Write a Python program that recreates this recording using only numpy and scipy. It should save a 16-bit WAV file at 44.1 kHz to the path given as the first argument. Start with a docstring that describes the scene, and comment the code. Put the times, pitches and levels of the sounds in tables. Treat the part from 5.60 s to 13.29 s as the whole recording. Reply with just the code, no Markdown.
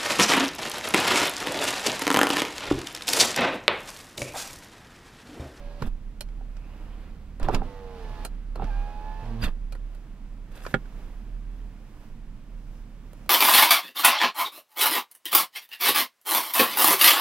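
"""Inside a parked car the engine idles and clothes rustle. A window motor whines and stops at 0.2 s.
It runs again from 2.0 to 2.7 s and from 3.0 to 3.8 s; around the runs, switches click, the door panel
knocks and the glass scuffs in its rubber seal. The last run ends with the motor straining and the glass
squeaking into the seal. At 5.1 s a sun visor is pulled down and snaps. More rustling and two faint
clicks follow."""
import sys
import numpy as np
from scipy import signal
from scipy.fft import rfft, irfft, next_fast_len
from scipy.io import wavfile
from scipy.ndimage import uniform_filter1d, map_coordinates

SR = 44100
rng = np.random.default_rng(int(sys.argv[2]) if len(sys.argv) > 2 else 0)


def waveform_to_disk(signal):
    """Save audio, clipped to [-1, 1], as 16-bit WAV at the path in sys.argv[1]."""
    frames = np.transpose(np.atleast_2d(signal))
    scaled = np.clip(frames, -1, 1) * 32767
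    samples = np.round(scaled).astype(np.int16)
    wavfile.write(sys.argv[1], SR, samples)


N = 339129


def gain_of(db):
    """Turns decibels into a number to multiply by."""
    return 10 ** (np.asarray(db) / 20)


def evened(x):
    """Scales a signal to an average strength (rms) of 1."""
    return x / np.sqrt(np.mean(x ** 2) + 1e-20)


def peaked(x):
    """Scales a signal to a peak of 1."""
    return x / abs(x).max()


def read(points, hz):
    """Looks up a value between (frequency, value) points, giving each octave equal room."""
    f, value = np.transpose(points)
    return np.interp(np.log(hz + 1), np.log(f + 1), value)


def curves(rows):
    """Returns a gate (1 while a timed table lasts, else 0) and the table's values at every sample."""
    s, *columns = np.transpose(rows)
    t = np.arange(N) / SR
    gate = uniform_filter1d(1. * ((t >= s[0]) & (t <= s[-1])), size=260, mode="nearest")
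    return gate, [np.interp(t, s, c) for c in columns]


def wander(per_s):
    """A smooth random wobble through per_s new values a second."""
    knots = rng.standard_normal(int(N / SR * per_s) + 3)
    return evened(map_coordinates(knots, [np.arange(N) / SR * per_s], order=3))


def swell(peak_s, rise_s, fall_s, db):
    """A level that climbs 20 dB in rise_s to its peak, then loses 20 dB every fall_s."""
    t = np.arange(N) / SR - peak_s
    return gain_of(db - 20 * np.minimum(np.maximum(-t / rise_s, t / fall_s), 10))


def coloured(points, grain_db=0.):
    """Stereo noise of rms 1, shaped by (frequency, level) points; grain_db makes it gritty."""
    # how alike left and right are: (frequency [Hz], likeness [0 to 1])
    likeness = [(60, 0.99), (180, 0.96), (550, 0.96), (1650, 0.7), (4970, 0.42), (15000, 0.08)]
    # the noise leans to the right: (frequency [Hz], left minus right [dB])
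    balance = [(60, -5.0), (240, -5.0), (950, -3.0), (3770, -2.5), (15000, -2.5)]
    size = next_fast_len(N)
    white = rng.standard_normal((2, N))
    grit = gain_of(grain_db * wander(700)) if grain_db else 1
    a, b = rfft(white * grit, size)
    hz = np.fft.rfftfreq(size, 1 / SR)
    same, lean = read(likeness, hz), gain_of(read(balance, hz) / 2)
    spectrum = np.array([a * lean, (same * a + np.sqrt(1 - same ** 2) * b) / lean])
    return evened(irfft(spectrum * gain_of(read(points, hz)), size)[:, :N])


def band(lo_hz, hi_hz, tilt_db, grain_db=0.):
    """Noise in one band that slopes by tilt_db from end to end."""
    return coloured([(lo_hz / 4, -120), (lo_hz * .7, -30), (lo_hz, 0),
                     (hi_hz, tilt_db), (hi_hz * 1.2, -40), (hi_hz * 4, -120)], grain_db)


def whistle(rows, width_hz):
    """A narrow band of noise that follows a moving pitch."""
    gate, (hz, db) = curves(rows)
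    return gate * gain_of(db) * wander(width_hz) * np.cos(2 * np.pi * np.cumsum(hz) / SR)


def placed(x, pan_db=-6.0):
    """Puts a sound in both channels; a negative pan_db moves it to the right."""
    return x * gain_of([[pan_db / 2], [-pan_db / 2]])


def add(mix, s, sound):
    """Mixes a sound in at second s."""
    part = mix[:, round(s * SR):][:, :sound.shape[1]]
    part += sound[:, :part.shape[1]]


def ring(modes, spread_db):
    """One blow: each tone starts at a partly random strength and fades 60 dB in its fade time, t60."""
    t = np.arange(SR // 4) / SR
    hz, db, t60 = np.transpose(modes)[:, :, None]
    chance, phase = rng.standard_normal((2, *hz.shape))
    tones = gain_of(db + spread_db * chance - 60 * t / t60) * np.sin(2 * np.pi * hz * t + phase)
    return peaked(tones.sum(0) * np.minimum(t / 0.00125, 1))  # a padded blow takes a moment


def rattle(peaks, t60, alike=0.7):
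    """A dying burst of noise, strongest around the given pitches and partly different in each channel."""
    t, hz = np.arange(8192) / SR, np.fft.rfftfreq(8192, 1 / SR)
    shape = sum(gain_of(db) / (1 + 2j * (hz - f) / width) ** 2 for f, width, db in peaks)
    a, b = rng.standard_normal((2, 8192))
    noise = np.array([a, alike * a + np.sqrt(1 - alike ** 2) * b])
    burst = noise * gain_of(-60 * t / t60) * np.minimum(t / 0.00016, 1)
    return peaked(irfft(rfft(burst) * shape))


def click(hz, body_hz, body_db, hiss_db, t60):
    """Small plastic parts rattle: a bright ring, a hiss and a lower body."""
    # where each of the three is strongest: (pitch [Hz], width [Hz], level [dB])
    bright_peaks = [(3080, 740, -6), (4100, 5300, -4.5)]
    hiss_peaks = [(8880, 1300, 3), (10600, 4800, 7), (14800, 1600, -22)]
    body_peaks = [(686, 650, -11.5), (1335, 460, -3.5)]
    bright = rattle(bright_peaks + [(hz, 700, 0)], t60)
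    hiss = rattle(hiss_peaks, 0.69 * t60, alike=0.042)
    body = rattle(body_peaks + [(body_hz, 500, -2.)], t60)
    return bright + gain_of(hiss_db) * hiss + gain_of(body_db) * body


def steady_noise():
    """Steady low cabin noise, with the microphone's faint hiss in the treble."""
    # its tone colour: (frequency [Hz], level [dB])
    noise_colour = [(40, -28), (55, -2), (98, -5), (122, 0.5), (160, -3.5), (218, -1.5), (310, -14),
                    (400, -19), (800, -31), (1600, -30), (3200, -35), (5000, -39), (8000, -41.5),
                    (13000, -48), (15800, -49)]
    return gain_of(-50.5) * coloured(noise_colour)


def engine():
    """The idling engine's firing booms in the cabin, with a weaker octave and a lumpy rumble."""
    # the boom: (time [s], level [dB])
    boom_levels = [(0, -38.5), (.38, -45.5), (.51, -38.5), (1.76, -42), (1.95, -32), (2.1, -44),
                   (2.4, -34.5), (2.89, -36), (3.19, -25.5), (3.28, -35), (3.85, -33), (3.94, -41),
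                   (4.02, -33), (4.26, -35.5), (4.41, -41), (5.55, -41), (5.76, -35), (6.06, -38),
                   (6.3, -48.5), (6.7, -43), (7.05, -40), (7.15, -41.5), (7.69, -43.5)]
    # the firing: (time [s], rate [Hz], level of the octave above [dB])
    firing = [(0, 33.97, -54.5), (1.3, 35.5, -50), (1.78, 36.23, -45), (2.0, 34.52, -46.5),
              (5.0, 34.86, -58), (6.05, 38.63, -51.5), (6.25, 34.73, -64), (7.69, 35.94, -54)]
    _, (boom_db,) = curves(boom_levels)
    _, (hz, octave_db) = curves(firing)
    phase = 2 * np.pi * np.cumsum(hz * (1 + .015 * wander(10))) / SR
    uneven = 1 + 0.17 * wander(16) + 0.19 * wander(6.8)
    boom = np.sqrt(2) * uneven * np.sin(phase)
    rumble = .3 * band(26, 46, -2.)[0]
    octave = gain_of(octave_db + 2 * wander(5.9)) * np.sin(2 * phase)
    shudder = gain_of(-43.0) * band(18, 27.7, 0.)[0]  # the car body rocks below the firing rate
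    return placed(gain_of(boom_db) * (boom + rumble) + octave + shudder, -5.0)


def rustle():
    """Clothes and seat rustle as the driver turns, and never fall quite silent."""
    # tone colours of soft cloth and hissing fibres: (frequency [Hz], level [dB])
    cloth_colour = [(180, -17), (300, 1.5), (362, -9.5), (417, -6), (855, -10), (951, -10), (1670, -15.5),
                    (2590, -18.5), (5000, -29.5), (6500, -69), (11000, -120)]
    hiss_colour = [(3500, -27), (5000, 5.5), (8000, -0.5), (12000, 1), (14500, -2.5), (15800, -4)]
    # the movements: (peak time [s], rise [s], fall [s], base level [dB], hiss offset [dB])
    moves = [(1.2, 0.65, 0.77, -57.5, -13), (1.46, 0.67, 0.22, -58, -19), (2.72, 0.15, 0.52, -62.5, -25),
             (4.33, 0.25, 0.68, -65, -9), (5.4, 0.61, .7, -57, -10), (5.97, 0.22, .6, -64.5, -9),
             (6.45, 0.61, 0.18, -61, -7.5), (7.17, 0.55, 0.23, -66, -3.5), (7.62, 0.56, .6, -62, -6.5)]
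    moving_power = sum((swell(*shape) * gain_of([[3.5], [hiss_db]])) ** 2 for *shape, hiss_db in moves)
    still_power = gain_of([[-61.5], [-78.5]]) ** 2
    cloth_level, hiss_level = np.sqrt(moving_power + still_power)
    return cloth_level * coloured(cloth_colour) + hiss_level * coloured(hiss_colour)


def swish():
    """A faint swish whose pitch rises."""
    # its path: (time [s], pitch [Hz], level [dB])
    glide = [(.9, 2350, -78), (1.03, 2480, -62), (1.3, 3010, -72), (1.45, 3630, -74), (1.52, 3770, -82)]
    return placed(whistle(glide, width_hz=500))


def cabin_echo(x):
    """The small, padded cabin throws back scattered echoes that die quickly, different on each side."""
    t = np.arange(SR // 6) / SR
    signs = rng.choice([-1., 1.], (2, len(t)))
    arrives = (rng.random((2, len(t))) < .06) & (t > .002)
    echoes = signs * arrives * gain_of(-60 * t / 0.065)
    return signal.fftconvolve(x, echoes / np.linalg.norm(echoes[0]), axes=1)[:, :N]


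def door_thumps():
    """When the glass jerks, the door skin pumps the cabin air in slow swings that soon die."""
    # the jerks: (time [s], level [dB], swing rate [Hz], push or pull [+1 or -1])
    jerks = [(0.231, -25, 13, 1), (.272, -22.5, 27.5, -1), (1.822, -17, 19.4, -1), (1.942, -15.5, 22, 1),
             (3.821, -30, 29.8, 1), (3.864, -20.5, 25, -1)]
    out, t = np.zeros((2, N)), np.arange(SR // 4) / SR
    for s, db, hz, push in jerks:
        add(out, s, placed(push * gain_of(db - 60 * t / 0.47) * np.sin(2 * np.pi * hz * t)))
    return out


def scuffs():
    """Rubber, cloth and glass rub, making noise in four ranges: scrape, body, thud and hiss."""
    # a scrape heard through the pane: (frequency [Hz], level [dB])
    glass_colour = [(1200, -5), (1500, 1.5), (1650, 5.5), (2100, -4), (2500, -3.5), (2700, 2), (2950, -8.5),
                    (3500, -3), (4500, -12.5), (5000, -12), (6000, -40)]
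    # the rubs: (peak time [s], rise [s], fall [s], scrape level [dB],
    # body offset [dB], thud offset [dB], hiss offset [dB])
    rubs = [(0.225, 0.013, 0.053, -43.5, 6.5, 16, -12.5), (.273, 0.02, 0.023, -51.5, 2, 15, -5.5),
            (1.81, 0.013, 0.12, -51.5, 11, 7, -30), (1.85, 0.033, 0.045, -45.5, 9, 10, -13),
            (1.896, 0.027, 0.024, -55.5, 28, 28, -24), (1.948, 0.028, 0.022, -30, 6, 9, -14),
            (1.985, 0.058, 0.14, -56, 15, 24.5, -17), (2.957, .005, 0.057, -54, 11.5, 2, -26),
            (3.029, .06, 0.062, -50.5, 11, 18.5, -18), (3.84, 0.029, 0.039, -30.5, -9.5, 3, -10.5),
            (3.88, 0.051, 0.029, -46, 6, 11.5, -27), (4.921, .01, 0.023, -68, 0, 0, 4),
            (4.956, 0.0093, .04, -62.5, -3, 0, 4), (4.975, 0.096, 0.17, -53, -1.5, -5, -15),
            (5.044, 0.039, 0.039, -64, 5, -8, 9), (5.108, 0.11, 0.06, -54, -2, 0, -2)]
    scrape, body = coloured(glass_colour, grain_db=3.0), band(278, 1330, -8.0, grain_db=4.0)
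    thud, hiss = band(54, 283, -8.5), band(4700, 14200, -0.5, grain_db=2.5)
    levels = sum(swell(*shape) * gain_of([[0], [body_db], [thud_db], [hiss_db]])
                 for *shape, body_db, thud_db, hiss_db in rubs)
    return sum(level * layer for level, layer in zip(levels, (scrape, body, thud, hiss)))


def seal_squeak():
    """The glass squeaks into its seal in narrow bands of noise that mostly sink in pitch."""
    # one list for each band: (time [s], pitch [Hz], level [dB])
    glides = [
        [(3.82, 2300, -46), (3.84, 2700, -36), (3.852, 2500, -44)],
        [(3.82, 4800, -43), (3.845, 4500, -44), (3.868, 4400, -50)],
        [(3.828, 3900, -42), (3.87, 3400, -45)],
        [(3.843, 1650, -43), (3.868, 1300, -42)],
    ]
    return placed(sum(whistle(rows, width_hz=300) for rows in glides))


def trim_ticks():
    """The plastic trim ticks as its small parts rattle."""
    # the ticks: (time [s], level [dB], body pitch [Hz], body offset [dB])
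    ticks = [(.2214, -32.5, 695, 6.5), (0.687, -53, 544, 3), (0.9673, -45.5, 476, 2),
             (1.8293, -32, 735, -2), (1.885, -32, 760, 4), (1.9105, -44, 510, 12), (1.946, -20.5, 664, -8),
             (3.041, -40, 452, 3), (3.8844, -45, 767, -10), (5.05, -43.5, 1360, 14),
             (5.0643, -31, 990, 9.5), (5.2554, -56, 1530, 9)]
    out = np.zeros((2, N))
    for s, db, body_hz, body_db in ticks:
        add(out, s, gain_of(db) * placed(click(2380, body_hz, body_db, hiss_db=-17, t60=0.03), -4.5))
    return out


def switches():
    """Each switch clicks, and its cap rings briefly."""
    # the clicks: (time [s], level [dB], body offset [dB], hiss offset [dB], fade time [s], pan [dB])
    presses = [(.608, -29, -5.5, 2, 0.046, -5.5), (1.7978, -45, 10.5, 0, 0.031, -2),
               (2.649, -30, 2, 4, 0.073, -2.5), (2.957, -43.5, 10, -1, 0.039, -2),
               (4.1227, -40.5, 0.5, -6, 0.033, 0), (4.125, -44.5, 5, 2, 0.046, -3),
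               (4.151, -50, 13, 0, .04, -1), (4.349, -54.5, 8, 3, 0.036, -1),
               (7.5318, -51.5, 9.5, 5.5, 0.017, -1), (7.6614, -51.5, 4, -1, 0.026, -1)]
    # the ringing cap: (pitch [Hz], level [dB], fade time [s])
    cap_tones = [(585, -1, .04), (2420, -3.5, 0.034), (3140, -10, 0.031), (4050, -2, 0.036),
                 (4270, -1, .035), (4830, -7, .025)]
    bright_hz, body_hz = 4220, 590
    out = np.zeros((2, N))
    for s, db, body_db, hiss_db, t60, pan_db in presses:
        add(out, s, gain_of(db) * placed(click(bright_hz, body_hz, body_db, hiss_db, t60), pan_db))
        add(out, s, gain_of(db - 4) * placed(ring(cap_tones, spread_db=3.7), pan_db))
    return out


def door_knocks():
    """Knocks set the door panel ringing."""
    # the knocks: (time [s], level [dB])
    knocks = [(0.223, -36), (0.262, -38.5), (0.81, -43.5), (1.886, -14.5), (2.019, -25.5), (2.997, -26),
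              (3.021, -25)]
    # the ringing panel: (pitch [Hz], level [dB], fade time [s])
    panel_tones = [(433, -6.5, 0.095), (784, 7.5, 0.03), (1090, -37, 0.0091), (1270, 8.5, 0.0048),
                   (1666, -40, 0.22), (2260, -39, 0.11)]
    out = np.zeros((2, N))
    for s, db in knocks:
        add(out, s, gain_of(db) * placed(ring(panel_tones, spread_db=0.87)))
    return out


def visor_snap():
    """The sun visor snaps down: it rings and its pad slaps."""
    # the ringing visor: (pitch [Hz], level [dB], fade time [s])
    visor_tones = [(130, -8.5, 0.14), (172, -10, 0.15), (222, -8, 0.104), (260, -12.5, 0.11),
                   (328.7, -20, 0.13), (400, -10, .07), (510, -6.5, 0.061), (790, -7, 0.059),
                   (945, -10, 0.022), (1414, 3.5, 0.023), (1750, 5.5, 0.016), (2290, -8, 0.03),
                   (3180, -15, 0.027)]
    # the slap: (pitch [Hz], width [Hz], level [dB])
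    pad_peaks = [(151, 61, -4), (610, 350, 4.5), (1470, 1070, 4.5), (2180, 240, -12), (3070, 460, -5),
                 (7000, 2800, -25)]
    out, snap_s = np.zeros((2, N)), 5.1408
    add(out, snap_s, gain_of(-8.5) * placed(ring(visor_tones, spread_db=0.71), -5.5))
    add(out, snap_s, gain_of(-12.5) * placed(rattle(pad_peaks, t60=0.033), -5.5))
    return out


def motor_strain():
    """The motor strains with a growing hum as the glass nears its stop."""
    # the hum: (time [s], pitch [Hz], level [dB])
    hum_path = [(3.62, 116.8, -44.5), (3.704, 114.3, -38.5), (3.86, 113.9, -34)]
    # its tones: (multiple of the pitch, offset [dB])
    hum_tones = [(1, 0.5), (2, -4.5), (3, -17), (4, -13.5)]
    gate, (hz, db) = curves(hum_path)
    phase = 2 * np.pi * np.cumsum(hz) / SR
    hum = sum(gain_of(db + offset + 2.5 * wander(24.85)) * np.sin(k * phase) for k, offset in hum_tones)
    return placed(gate * hum)


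def window_motor():
    """The motor whines at multiples of its shaft speed, over the throbbing hiss of its brushes."""
    # hiss of the brushes, the motor's sliding contacts: (frequency [Hz], level [dB])
    brush_colour = [(200, -4), (300, -4.5), (450, -10), (900, -9), (1500, -22), (2600, -17), (4500, -23),
                    (5600, -27.5), (7500, -35.5), (11500, -35), (13500, -39), (15800, -44)]
    # one list a run; load slows the shaft: (time [s], speed [turns/s], brush and glass noise [dB])
    runs = [
        [(0, 81.3, -53), (.18, 82.8, -53), (.217, 82, -47)],
        [(2.03, 100.5, -51), (2.2, 96.4, -53.5), (2.3, 94.06, -53), (2.4, 90.4, -49), (2.5, 85.4, -48.5),
         (2.58, 85.6, -48.5), (2.657, 84.2, -46.5)],
        [(3.04, 89, -49), (3.086, 87, -51), (3.116, 78.45, -51), (3.159, 80.85, -50.5), (3.388, 84.3, -53.5),
         (3.6, 87.4, -52), (3.66, 86, -49), (3.82, 89.9, -53.5)],
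    ]
    # one row a run: (the multiples of the shaft speed that lead the whine)
    lead_multiples = [(7, 20), (5, 9, 10, 20), (10, 20, 30)]
    # one row a run: (base level of the weak tones [dB], then of each leading tone [dB])
    whine_levels = [(-9, -50, -65.5), (-1.5, -42, -50.5, -48.5, -56), (-2, -43.5, -57, -58.5)]
    # weak tones heard through the door: (frequency [Hz], level [dB])
    through_door = [(300, -67.5), (450, -58), (560, -59), (700, -56.5), (850, -58.5), (1080, -60),
                    (1180, -64.5), (1350, -65), (1700, -69.5), (2700, -81.5)]
    # a leading tone sings near the door's own pitches: (pitch [Hz], width [Hz], level [dB])
    door_peaks = [(468, 62, -1), (584, 50, 0), (849, 95, 0), (1583, 58, 7), (1627, 71, 0), (1738, 95, -0.5),
                  (1980, 100, -9.5), (2436, 125, -1.5), (2590, 160, -8)]
    spin_up_s, grip_s, grip_db = 0.045, 3.63, -14  # the seal grips the glass and mutes the leading tones
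    out, hiss = np.zeros((2, N)), coloured(brush_colour, grain_db=0.5)
    for rows, leads, (weak_db, *lead_db) in zip(runs, lead_multiples, whine_levels):
        gate, columns = curves(rows)
        on = slice(*np.flatnonzero(gate > 1e-6)[[0, -1]])
        t = np.arange(N)[on] / SR
        speed, noise_db = (c[on] for c in columns)
        angle = 2 * np.pi * np.cumsum(speed * (1 + 0.0019 * wander(30.12)[on])) / SR
        spin_up = np.minimum((t - t[0]) / spin_up_s, 1) if rows[0][0] else 1  # run one is under way
        grip = gain_of(np.interp(t, [grip_s, grip_s + 0.035], [0, grip_db]))
        gains = {k: gain_of(weak_db + read(through_door, k * speed)) for k in range(4, 33)}
        for k, db in zip(leads, lead_db):
            singing = sum(gain_of(peak_db) / (1 + (2 * (k * speed - hz) / width) ** 4)
                          for hz, width, peak_db in door_peaks)
            gains[k] = spin_up * grip * gain_of(db) * singing
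        flutter, whine = wander(18), 0
        for k, gain in gains.items():
            flutter_db = (1.3 if k in leads else 2.5) * np.roll(flutter, 9000 * k)[on]
            whine += gain * gain_of(flutter_db) * np.sin(k * angle + 7 * rng.random())
        # once a turn, and once for each of the ten contact bars that pass the brushes
        throb = 1 + 0.088 * np.sin(angle) + 0.42 * np.sin(10 * angle)
        out[:, on] += gate[on] * (placed(whine) + gain_of(noise_db) * hiss[:, on] * throb)
    return out


def scene():
    """Adds up all the sources; only the sharp hits get an echo."""
    hits = switches() + trim_ticks() + door_knocks() + visor_snap()
    echo = gain_of(-9.5) * cabin_echo(hits)
    movement = door_thumps() + window_motor() + motor_strain() + scuffs() + seal_squeak()
    background = engine() + rustle() + swish() + steady_noise()
    return background + movement + hits + echo


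def record(dry):
    """The left side is farther from the door and hears a little later; the highest treble is cut."""
    lag_samples, cutoff_hz = 2, 15830
    channels = np.array([np.roll(dry[0], lag_samples), dry[1]])
    treble_cut = signal.firwin(1023, cutoff_hz, window=("kaiser", 9), fs=SR)
    return signal.oaconvolve(channels, treble_cut[None], "same")


dry = scene()
out = record(dry)
waveform_to_disk(out)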